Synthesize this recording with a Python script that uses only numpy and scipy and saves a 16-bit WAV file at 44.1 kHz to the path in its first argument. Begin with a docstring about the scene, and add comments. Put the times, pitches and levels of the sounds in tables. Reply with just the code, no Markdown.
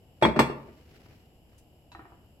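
"""A clattering set-down: a steel frying pan lands on the iron grate of a gas stove, skids with a short squeak
and settles. Each blow is a short clank, a noisy grate rattle, a stove-top boom and a pan ring made of fading sines.
A soft rustle of grainy noise follows, then light taps, a tick, a clink and scraping from noise and fading sines.
A small kitchen adds reflections, over a steady low rumble and a faint hiss of shaped noise."""
import sys
import numpy as np
from scipy import signal
from scipy.fft import rfft, irfft
from scipy.io import wavfile
from scipy.ndimage import uniform_filter1d

SR = 44100
rng = np.random.default_rng(int(sys.argv[2]) if len(sys.argv) > 2 else 0)


def materialize(psi):
    """Save the field psi as 16-bit PCM at rate SR to the path in sys.argv[1].

    A 1-D psi becomes a single channel; in a 2-D psi each row is a channel.
    """
    bounded = np.clip(np.atleast_2d(psi).T, -1, 1)
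    quanta = np.round(bounded * 32767).astype(np.int16)
    wavfile.write(sys.argv[1], SR, quanta)


N = 105840
T = np.arange(N) / SR  # time of each sample, s
EARS = np.array([[1], [-1]])  # opposite signs for left and right

# colour of the noise in the clink, taps and scrape: f/Hz, level per Hz/dB
TAP_NOISE_COLOUR = [(200, -28.5), (550, -6), (800, 2), (1500, -1.5), (2200, -9.5), (4500, -10),
                    (15000, -34.5)]


def amp(db):
    """Turn decibels into gain."""
    return 10 ** (np.asarray(db) / 20)


def fade(t60):
    """Die away exponentially, dropping 60 dB in t60 seconds."""
    return np.exp(-np.log(1000) * T / t60)


def lookup(hz, points):
    """Read a table between its points, with pitch on a log scale."""
    p = np.array(points, float)
    return np.interp(np.log(hz + 1e-9), np.log(p[:, 0]), p[:, 1])


def freqs():
    """Give the frequency of each spectral bin in Hz."""
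    return np.arange(N // 2 + 1) * SR / N


def width(hz):
    """Set the side gain against mid: bass is alike in both ears, treble is not."""
    # difference between the ears: f/Hz, side against mid/dB
    spread = [(60, -18), (150, -13.5), (300, -11), (600, -10), (1100, -2.5), (2200, 0.5), (4400, 0.5),
              (12000, -2.5)]
    return amp(lookup(hz, spread))


def noise(colour):
    """Make stereo noise of a given colour, with rms 1."""
    mid, side = rfft(rng.standard_normal((2, N)))
    stereo = mid + EARS * width(freqs()) * side
    y = irfft(stereo * amp(lookup(freqs(), colour)), N)
    return y / y.std()


def uneven(size):
    """Wander at random with rms 1; averaging over more samples makes it slower."""
    wander = uniform_filter1d(rng.standard_normal(N), size=size)
    return wander / wander.std()


def ring(modes, rise_cycles=None):
    """Sum one second of fading sines of alternating sign; high ones reach the ears out of step."""
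    out, t = np.zeros((2, N)), T[:SR]
    for k, (hz, db, t60) in enumerate(modes):
        skew = np.arctan(0.95 * width(hz)) * rng.choice([-1, 1]) * EARS
        build = 1 - np.exp(-t * hz / rise_cycles) if rise_cycles else 1
        decay = np.exp(-np.log(1000) * t / t60)
        tone = np.sin(2 * np.pi * hz * t + skew)
        out[:, :SR] += (-1) ** k * amp(db) * build * decay * tone
    return out


def add(out, x, start):
    """Mix a sound in, starting at a time in seconds."""
    i = int(start * SR)
    out[:, i:] += x[:, :N - i]


def background():
    """Shape steady noise into a low rumble and a faint hiss."""
    # rumble: f/Hz, level per Hz/dB
    rumble_colour = [(20, -14.5), (45, -6.5), (75, 0.5), (125, -4.5), (200, -11), (400, -16), (750, -18),
                     (1100, -33.5), (1700, -47), (4000, -46.5), (15000, -65)]
    # hiss: f/Hz, level per Hz/dB
    hiss_colour = [(2000, -5), (2650, 5), (2950, 14.5), (3300, -2), (4200, -10.5), (5100, 1.5),
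                   (6200, -17.5), (7400, 2.5), (9000, -14.5), (11800, 3), (15500, -16.5)]
    return amp(-57.5) * noise(rumble_colour) + amp(-71) * noise(hiss_colour)


def clank(hz, rise):
    """Sound the first cycle or two of a contact, with one overtone, out of step between the ears."""
    phase = 2 * np.pi * hz * T
    skew = np.arctan(0.9 * width(hz)) * EARS
    pulse = T / rise * np.exp(1 - T / rise)  # peaks at 1 after `rise` seconds
    overtone = amp(-11) * np.sin(1.85 * phase + skew)
    return pulse * (np.sin(phase + skew) + overtone)


def grate_rattle(spreading):
    """Let dense noise build up as the blow spreads into the iron grate, then die away."""
    # the iron grate's dense rattle: f/Hz, level per Hz/dB
    rattle_colour = [(40, -37), (130, 8.5), (380, 6.5), (1050, -3.5), (1400, -3.5), (2400, -8), (3000, -21),
                     (4400, -20), (6900, -31), (8000, -32), (15000, -48)]
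    return amp(-13.5) * fade(0.13) * spreading * noise(rattle_colour)


def stove_boom():
    """Swell and fade the stove top's low modes, each pitch spread slightly at random from blow to blow."""
    # modes of the sheet-metal stove top: f/Hz
    stove_hz = [68, 138, 181, 229, 265, 331, 397, 435, 472, 566, 618]
    # strength of those modes in the same order: level/dB
    stove_db = [-26.5, -17.5, -21.5, -15.5, -42, -15.5, -15.5, -27.5, -32.5, -23, -19]
    t60_at_250_hz, detune = 0.15, 0.005  # s, random spread as a fraction of pitch
    pitches = np.array(stove_hz) * (1 + detune * rng.standard_normal(len(stove_hz)))
    modes = [(hz, db, t60_at_250_hz * np.sqrt(250 / hz)) for hz, db in zip(pitches, stove_db)]
    return ring(modes, rise_cycles=2.6)


def pan_ring(point):
    """Ring the pan's modes; the point of contact decides which ones speak."""
    # modes of the pan: f/Hz
    pan_hz = [851, 884, 923, 1078, 1165, 1402, 1826, 2159, 2358, 2676, 2790, 3378, 3720, 4318, 4511, 5136,
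              5300, 5884, 6368]
    # two rows, struck at contact point 0 and at point 1, modes in the same order: level/dB
    pan_db = [
        [-29.5, -20.5, -33.5, -35, -37.5, -39, -40.5, -33, -27, -35.5, -52, -46, -34, -41, -52.5, -54, -46.5,
         -47.5, -52.5],
        [-26.5, -35.5, -18.5, -23.5, -22.5, -33.5, -31, -46.5, -31, -36, -28.5, -29, -42, -37, -45, -36.5, -51,
         -49.5, -43.5],
    ]
    t60_at_1_khz, damping = 0.19, 0.23  # s, power by which it falls with pitch
    levels = (1 - point) * np.array(pan_db[0]) + point * np.array(pan_db[1])
    return ring([(hz, db, t60_at_1_khz * (hz / 1000) ** -damping) for hz, db in zip(pan_hz, levels)])


def pan_overtones(count=70):
    """Ring irregularly spaced high modes of the pan, of uneven strength; the highest die first."""
    # the pan's many faint high overtones: f/Hz, level of each/dB
    shimmer_levels = [(1300, -39.5), (2400, -42.5), (3000, -47.5), (4400, -60.5), (6000, -63), (6900, -65),
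                      (8000, -41.5), (9700, -63), (11500, -48), (15000, -61)]
    place = rng.random(count)
    hz = 1300 + 14000 * ((np.arange(count) + place) / count) ** 1.4
    scatter_db = 2.5 * np.clip(rng.standard_normal(count), -2, 1)
    levels = lookup(hz, shimmer_levels) + scatter_db
    t60s = 0.15 * (1 - hz / SR)
    return ring(list(zip(hz, levels, t60s)))


def brighten(x, db):
    """Raise or lower the treble with a shelf: harder contacts are brighter."""
    high = signal.sosfilt(signal.butter(1, 3560, "high", fs=SR, output="sos"), x)
    return x + (amp(db) - 1) * high


def pan_blows():
    """Each blow clanks for a cycle or two, then spreads into the grate, the pan and the stove top."""
    # pan on grate: t/s, level/dB, clank/dB, clank f/Hz, stove boom/dB, pan ring/dB,
    # contact point (0 to 1), treble/dB
    blows = [(0.214, -24, -8, 507, 0.5, 5, 0.46, -6.5), (0.2239, -2.5, 4.5, 567, 1.5, 6, 0, -16.5),
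             (0.2503, -3.5, 6.5, 1002, 2.5, 3.5, 0, -17.5), (0.2820, -21.5, 11, 200, 15, -5, 0, -3),
             (0.3612, -12, 2.5, 630, 8, -2, 0.7, -17.5), (0.3911, 1, 0.5, 1035, -1, 2.5, 0.8, 1.5),
             (0.4990, -25, 16, 366, 6, 2, 1, -23), (0.683, -36.5, 5, 554, 8.5, -5, .8, -19)]
    clank_rise = 0.001  # s
    out = np.zeros((2, N))
    spreading = 1 - np.exp(-T / 0.0029)
    shimmer = pan_overtones() * (1 - np.exp(-T / clank_rise))
    for start, db, clank_db, clank_hz, boom_db, ring_db, point, treble_db in blows:
        contact = amp(-10 + clank_db) * clank(clank_hz, clank_rise)
        rattle = grate_rattle(spreading)
        boom = amp(boom_db) * stove_boom()
        pan = amp(ring_db) * (pan_ring(np.clip(point, 0, 1)) + shimmer)
        add(out, amp(db) * brighten(contact + rattle + boom + pan, treble_db), start)
    return out


def kitchen(x):
    """Add diffuse reflections whose treble dies first, using noise that fades band by band."""
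    # kitchen reverberation: f/Hz, t60/s
    room_t60 = [(100, 0.63), (500, 0.63), (2000, 0.45), (6000, 0.32)]
    wash = rfft(noise([(20, 0), (20000, 0)]))
    octave = np.clip(np.round(np.log2((freqs() + 1) / 125)), 0, 7)
    tail = 0
    for k in range(8):
        t60 = lookup(125 * 2 ** k, room_t60)
        tail = tail + irfft(wash * (octave == k), N) * fade(t60)
    tail = tail * (T > 0.0061)  # silent gap before the reflections, s
    tail = tail / np.sqrt((tail ** 2).sum() / 2)
    return amp(-11.5) * signal.fftconvolve(x, tail, axes=1)[:, :N]


def squeaks():
    """Stick and slip drive one high mode of the pan while it skids."""
    # skids of steel on iron: t/s, length/s, level/dB
    skids = [(0.227, 0.032, -21.5), (0.282, 0.03, -41.5), (0.328, 0.035, -49.5)]
    squeak_hz, waver = 3343, 0.005  # centre pitch in Hz, rms waver as a fraction of it
    out = np.zeros((2, N))
    pitch = squeak_hz * (1 + waver * uneven(200))
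    phase = 2 * np.pi * np.cumsum(pitch) / SR
    tone = np.sin(phase + width(squeak_hz) * np.array([[0], [1]]))
    for start, length, db in skids:
        swell = np.sin(np.pi * np.minimum(T / length, 1))
        add(out, amp(db) * tone * swell, start)
    return out


def rustle(grain_db=2, scuff_db=1.0):
    """Faint, grainy rubbing noise in uneven scuffs as a hand moves to the pan."""
    # colour of the rubbing: f/Hz, level per Hz/dB
    rustle_colour = [(60, 7), (160, 18), (400, 16), (900, 0), (2400, 2), (3600, -5.5), (5200, -4.5),
                     (8000, -17.5), (15000, -17)]
    # how loud the rubbing is, held steady before the first point and after the last: t/s, level/dB
    rustle_level = [(0.45, -72), (0.6, -66), (0.78, -60.5), (0.89, -61.5), (0.93, -56), (0.99, -60.5),
                    (1.045, -60.5), (1.062, -58.5), (1.15, -60.5), (1.22, -67.5), (1.34, -72), (1.42, -79),
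                    (1.53, -66.5), (1.65, -76)]
    level = np.interp(T, *np.array(rustle_level).T)
    level = level + grain_db * uneven(300) + scuff_db * uneven(2000)
    return noise(rustle_colour) * amp(level)


def taps():
    """Light taps and duller bounces: a clank, a few modes and a noisy knock, softened by a low-pass."""
    # a softer contact has a lower cut-off: t/s, level/dB, cut-off f/Hz, low knock/dB
    tap_list = [(1.06, -16.5, 2970, 1.5), (1.5300, -25, 2200, 9), (1.9493, 2, 2370, -5),
                (1.9930, -1, 2100, 3.5), (2.0532, -6, 2010, 2.5), (2.1200, -6, 1085, 1.5)]
    # what the taps ring with: f/Hz, level/dB, t60/s
    tap_modes = [(698, -55, 0.36), (789, -48.5, 0.1), (984, -49, 0.11), (1435, -83, 0.14),
                 (1830, -49, 0.095)]
    # the dull knock under them: f/Hz, level per Hz/dB
    knock_colour = [(120, -1), (230, -18), (320, 4.5), (520, -18), (1500, -23)]
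    out, modes = np.zeros((2, N)), ring(tap_modes)
    contact = amp(-37) * clank(1250, rise=0.0007)
    for start, db, cut_hz, knock_db in tap_list:
        knock = amp(-50.5 + knock_db) * noise(knock_colour)
        body = knock + amp(-55) * noise(TAP_NOISE_COLOUR)
        tap = contact + modes + body * fade(0.3)
        soft = signal.sosfilt(signal.butter(3, cut_hz, fs=SR, output="sos"), tap)
        add(out, amp(db) * soft, start)
    return out


def tick():
    """A thin tick: bright noise that rises quickly and dies away."""
    # colour of the tick: f/Hz, level per Hz/dB
    tick_colour = [(2000, -18), (4000, -20), (5500, -13), (8500, -11.5), (14000, -24)]
    out = np.zeros((2, N))
    rise = 1 - np.exp(-T / 0.0083)
    add(out, amp(-52) * noise(tick_colour) * fade(0.082) * rise, 1.578)
    return out


def clink():
    """A thin bright clink ahead of the last bounces: a few ringing modes and fading noise."""
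    # modes of the clink: f/Hz, level/dB, t60/s
    clink_modes = [(964, -50, 0.14), (2620, -56, 0.21), (4000, -53, 0.16)]
    out = np.zeros((2, N))
    add(out, ring(clink_modes) + amp(-54.5) * noise(TAP_NOISE_COLOUR) * fade(0.2), 1.9178)
    return out


def scrape():
    """Uneven scraping noise that runs through the last taps and dies away."""
    out = np.zeros((2, N))
    level = -56 + 1 * uneven(200)  # dB
    add(out, noise(TAP_NOISE_COLOUR) * amp(level) * fade(0.8), 1.995)
    return signal.sosfilt(signal.butter(4, 2300, fs=SR, output="sos"), out)


def scene():
    """Mix the stove sounds, which radiate no deep bass, their reflections and the steady background."""
    contacts = pan_blows() + taps() + tick() + clink() + scrape()
    contacts = signal.sosfilt(signal.butter(2, 33, "high", fs=SR, output="sos"), contacts)
    squeak = squeaks()
    reflections = kitchen(contacts + amp(-10.5) * squeak)
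    out = background() + contacts + squeak + reflections + rustle()
    left_over_right_db = 1
    return out * amp(EARS * left_over_right_db / 2)


def record(dry):
    """Cut the very top of the treble with a steep low-pass at 15.8 kHz."""
    return signal.sosfilt(signal.ellip(8, .2, 70, 15800, fs=SR, output="sos"), dry)


dry = scene()
out = record(dry)
materialize(out)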